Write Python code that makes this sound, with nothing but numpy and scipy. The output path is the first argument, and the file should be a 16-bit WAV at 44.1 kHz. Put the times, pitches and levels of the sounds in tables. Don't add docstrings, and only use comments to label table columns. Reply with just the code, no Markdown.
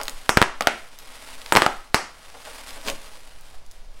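import sys
import numpy as np
from scipy import signal
from scipy.fft import rfft, irfft
from scipy.io import wavfile

SR = 44100
rng = np.random.default_rng(int(sys.argv[2]) if len(sys.argv) > 2 else 0)


def dump(signal):
    limited = np.clip(np.atleast_2d(signal).T, -1, 1)
    pcm = np.round(limited * 32767).astype(np.int16)
    wavfile.write(sys.argv[1], SR, pcm)


N = 176400
TIME = np.arange(N) / SR
SHORT = TIME[:SR // 25]

# (frequency [Hz], relative density [dB])
FILM_SPECTRUM = [(60, -6.5), (150, -13.5), (300, -10.5), (550, -1.5), (1100, -0.5), (2500, -1.5),
                 (4900, -4.5), (6500, -9.5), (9300, -7), (12000, -15), (16000, -21)]


def from_db(db):
    return 10 ** (np.asarray(db) / 20)


def rms_one(x):
    return x / np.sqrt(np.mean(x ** 2) + 1e-20)


def cut(x, hz, kind, order=2):
    return signal.sosfilt(signal.butter(order, np.clip(hz, 10, .47 * SR), kind, fs=SR, output="sos"), x)


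def resonate(x, hz, q):
    w = 2 * np.pi * min(hz, SR / 3) / SR
    k = np.sin(w) / (2 * q)
    return signal.lfilter([k, 0, -k], [1 + k, -2 * np.cos(w), 1 - k], x)


def colour(x, spectrum):
    hz, db = np.transpose(spectrum)
    bins_hz = np.maximum(np.fft.rfftfreq(N, 1 / SR), 1e-3)
    gain = from_db(np.interp(np.log(bins_hz), np.log(hz), db))
    return rms_one(irfft(rfft(x) * gain, N))


def add(track, at_s, sound):
    i = max(int(at_s * SR), 0)
    track[i:i + len(sound)] += sound[:max(N - i, 0)]


def swell(peak_s, rise_s, fall_s):
    return np.exp(-np.minimum(np.maximum((peak_s - TIME) / rise_s, (TIME - peak_s) / fall_s), 20))


def background():
    # (frequency [Hz], relative density [dB])
    tone_spectrum = [(25, -0.5), (40, -10.5), (58, 8), (75, -16), (120, -8.5), (250, -17), (600, -11.5),
                     (2000, -21.5), (5300, -22), (16000, -42)]
    # (frequency [Hz], relative density [dB])
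    air_spectrum = [(2, 1.5), (7, 0.5), (15, -2.5), (24, -13), (40, -33.5), (100, -45), (400, -83.5)]
    # (time [s], level [dB])
    air_levels = [(0, -34.5), (.4, -34), (.8, -44), (1.3, -44), (1.8, -39), (2.2, -48), (2.9, -35.5),
                  (3.3, -40.5), (3.6, -35.5), (3.9, -31)]
    tone_db, air_db = -54.5, np.interp(TIME, *np.transpose(air_levels))
    tone = colour(rng.standard_normal(N), tone_spectrum)
    air = colour(rng.standard_normal(N), air_spectrum)
    return from_db(tone_db) * tone + from_db(air_db) * air


def in_room(x):
    # (frequency [Hz], level [dB], T60 [s])
    reverb_bands = [(81, -2, .35), (249.3, 3, 0.35), (600, -6, 0.32), (1300, -9.5, 0.44),
                    (2500, -12.5, 0.38), (5000, -17.5, 0.46), (9000, -9.5, 0.37), (16100, -9, .22)]
    # (delay [s], level [dB])
    echoes = [(.0063, -23.5), (0.0135, -24.5)]
    build_s, early_db, early_s = 0.0034, 1, 0.0093
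    t, edges_hz = TIME[:3 * SR // 4], np.geomspace(50, 18000, 15)
    hz, db, t60_s = np.transpose(reverb_bands)
    white, bins_hz = rfft(rng.standard_normal(len(t))), np.fft.rfftfreq(len(t), 1 / SR)
    response = np.zeros(len(t))
    for low, high in zip(edges_hz, edges_hz[1:]):
        log_centre = np.log(low * high) / 2
        band_t60_s = np.interp(log_centre, np.log(hz), t60_s)
        band_db = np.interp(log_centre, np.log(hz), db)
        band = irfft(white * ((bins_hz >= low) & (bins_hz < high)), len(t))
        energy_norm = np.sqrt(2 * np.log(1000) / (band_t60_s * SR))
        response += band * from_db(band_db - 60 * t / band_t60_s) * energy_norm
    response *= 1 - np.exp(-(t / build_s) ** 2)
    response *= 1 + from_db(early_db) * np.exp(-t / early_s)
    for delay_s, echo_db in echoes:
        response[int(delay_s * SR)] += from_db(echo_db)
    return signal.fftconvolve(x, response)


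def crinkles(spectrum, spread_db=3, rate_per_s=4500):
    sizes = from_db(spread_db * np.minimum(rng.exponential(1, N), 5)) * rng.choice([-1, 1], N)
    return colour(sizes * (rng.random(N) < rate_per_s / SR), spectrum)


def rustle():
    # (time [s], relative level [dB])
    rub_levels = [(0, -38), (.15, -41.5), (.28, -41), (.45, -66), (.58, -46.5), (.8, -42.5), (.96, -49),
                  (1.02, -42), (1.25, -39), (1.5, -39), (1.7, -40), (1.9, -52), (2.14, -51.5), (2.22, -44),
                  (2.38, -42.5), (2.47, -37.5), (2.64, -38), (2.71, -36.5), (2.81, -39.5), (3.0, -41),
                  (3.1, -41.5), (3.3, -47), (3.55, -48), (3.68, -59), (3.75, -51), (3.9, -59), (4, -47.5)]
    flutter_db = 1.46 * rms_one(cut(rng.standard_normal(N), 27.7, "low"))
    return from_db(np.interp(TIME, *np.transpose(rub_levels)) + flutter_db) * crinkles(FILM_SPECTRUM)


def slip():
    # (frequency [Hz], relative density [dB])
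    spectrum = [(50, -11.5), (110, 0.5), (250, 0), (480, 3.5), (900, 2), (2200, -3.5), (4500, -2.5),
                (9000, -11), (16000, -20)]
    envelope = from_db(-19.5) * swell(peak_s=2.886, rise_s=0.017, fall_s=0.018)
    return envelope * crinkles(spectrum, spread_db=2.5)


def squeezes():
    # (time [s], relative level [dB], pitch [Hz])
    grips = [(.002, -23.5, 600), (2.349, -35, 646), (2.476, -32.5, 630), (2.595, -42, 700),
             (2.759, -42, 1100), (2.773, -34.5, 380), (2.884, -27, 436), (3.542, -44, 900),
             (3.997, -50, 800)]
    out, friction = np.zeros(N), crinkles(FILM_SPECTRUM)
    for at_s, db, hz in grips:
        envelope = from_db(db) * swell(at_s, rise_s=0.0065, fall_s=0.013)
        out += envelope * rms_one(resonate(friction, hz, q=1.5))
    return out


def snap(hz, q, low_cut_hz=225, top_hz=6500):
    pulse = cut(resonate(-1. * (SHORT == 0), hz, q), low_cut_hz, "high")
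    pulse = cut(pulse, max(top_hz, 2 * hz), "low")
    return pulse / np.abs(pulse).max()


def crackle(hz, q, t60_s):
    return rms_one(resonate(rng.standard_normal(len(SHORT)), hz, q)) * from_db(-60 * SHORT / t60_s)


def ticks():
    # (time [s], level [dB], pitch [Hz])
    events = [(0.0141, -14, 1760), (0.0334, -15, 6500), (0.055, -21, 2500), (0.0816, -9.5, 2700),
              (.0957, -17.5, 5000), (.6222, -14, 3000), (0.9882, -26, 7140), (1.417, -25, 2980),
              (1.462, -21.5, 2500), (1.5683, 0, 2200), (2.302, -36, 2800), (2.472, -33, 2160),
              (2.692, -28, 3970), (2.707, -24, 3980), (2.867, -23, 2500), (2.8762, -18, 2200),
              (2.8851, -11, 1500), (2.9, -13, 2950), (3.41, -36, 9000), (3.546, -36.5, 3000),
              (3.664, -38, 7000), (3.713, -32, 6500), (3.719, -34, 5900)]
    out = np.zeros(N)
    for at_s, db, hz in events:
        tick = snap(hz, q=0.75) + from_db(-8) * crackle(hz, q=0.75, t60_s=0.0082)
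        add(out, at_s, from_db(db) * tick)
    return out


def pops():
    # (time [s], level before overload [dB], snap [Hz], lower pocket [Hz],
    # upper pocket [Hz], ring [dB], tear [dB], tear [Hz], puff [dB], room [dB], sizzle [dB], sizzle [Hz])
    cells = [(0.293, 14.5, 1390, 950, 2080, -25.5, -26, 3500, -26, -5, -3, 5460),
             (0.3722, 19, 1050, 1290, 1526, -11.5, -27.5, 3320, -15, -8, -25, 2300),
             (0.4166, 16.5, 1150, 950, 1230, -18.5, -30, 3300, -19, -7.5, -38, 3500),
             (0.4258, 11.5, 1300, 930, 1620, -17.5, -32, 2800, -23.5, -5, -28, 2200),
             (0.6085, -4.5, 1300, 720, 1166, -0.5, -10, 2360, -25, 1, -8, 2400),
             (0.6718, 10, 1650, 720, 1360, -8, -20, 2500, -26.5, -3, -7.5, 2200),
             (1.5231, 9, 940, 860, 1250, -11, -23, 7100, -25.5, 0, -2.5, 7500),
             (1.5527, 0.5, 1500, 500, 940, 0, -22, 3500, -12.5, -2, -13, 8000),
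             (1.5624, 9.5, 1300, 850, 1890, -12, -27, 3500, -19.5, 2.5, -13, 3500),
             (1.5711, 8, 1300, 1020, 1300, -20, -38, 3000, -17, 1.5, -15, 3000),
             (1.5715, 9, 990, 820, 1020, -6, -37, 3500, -22, -5.5, -13, 3000),
             (1.6207, 11, 1100, 1060, 1530, -17, -34.5, 3000, -26.5, -0.5, -22, 2500),
             (1.6636, -2, 980, 800, 1270, 5.5, -12.5, 2600, -11.5, -1, -15, 2000),
             (1.9446, 16.5, 1510, 805, 1820, -29.5, -26, 3870, -24, -4.5, -6, 4440)]
    pocket_build_s, pocket_t60_s = 0.00093, 0.011
    puff_s, puff_room_db = 0.00055, -15.5
    ring = (1 - np.exp(-SHORT / pocket_build_s)) * from_db(-60 * SHORT / pocket_t60_s)
    puff = -(SHORT / puff_s) ** 2 * np.exp(2 - 2 * SHORT / puff_s)
    direct, reverb = np.zeros(N), np.zeros(N)
    for (at_s, db, snap_hz, lower_hz, upper_hz, ring_db,
         tear_db, tear_hz, puff_db, room_db, sizzle_db, sizzle_hz) in cells:
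        pockets = ring * (np.sin(2 * np.pi * lower_hz * SHORT) + np.sin(2 * np.pi * upper_hz * SHORT))
        body = snap(snap_hz, q=0.74) + from_db(ring_db) * pockets
        tear = from_db(tear_db) * crackle(tear_hz, q=1.1, t60_s=0.013)
        add(direct, at_s, from_db(db) * (body + tear + from_db(puff_db) * puff))
        sizzle = from_db(sizzle_db) * snap(sizzle_hz, q=3.5)
        tail = in_room(body + sizzle + from_db(puff_db + puff_room_db) * puff)
        add(reverb, at_s, from_db(db + room_db) * tail)
    return direct, reverb


def scene():
    bursts, burst_reverb = pops()
    ticking = ticks()
    film = rustle() + slip() + squeezes()
    handling_reverb = in_room(from_db(3) * ticking + from_db(-4) * film)[:N]
    diffuse = burst_reverb + from_db(-6) * film + handling_reverb + background()
    treble = cut(diffuse, 4000, "high", order=1)
    treble = cut(treble[::-1], 4000, "high", order=1)[::-1]
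    side = signal.hilbert(from_db(-24) * treble + from_db(-35) * diffuse).imag
    mid = bursts + ticking + diffuse
    return np.array([mid + side, mid - side])


def record(dry):
    knee, cutoff_hz = 5, 16200
    clipped = dry / (1 + np.abs(dry) ** knee) ** (1 / knee)
    return signal.sosfiltfilt(signal.butter(20, cutoff_hz, fs=SR, output="sos"), clipped)


dry = scene()
out = record(dry)
dump(out)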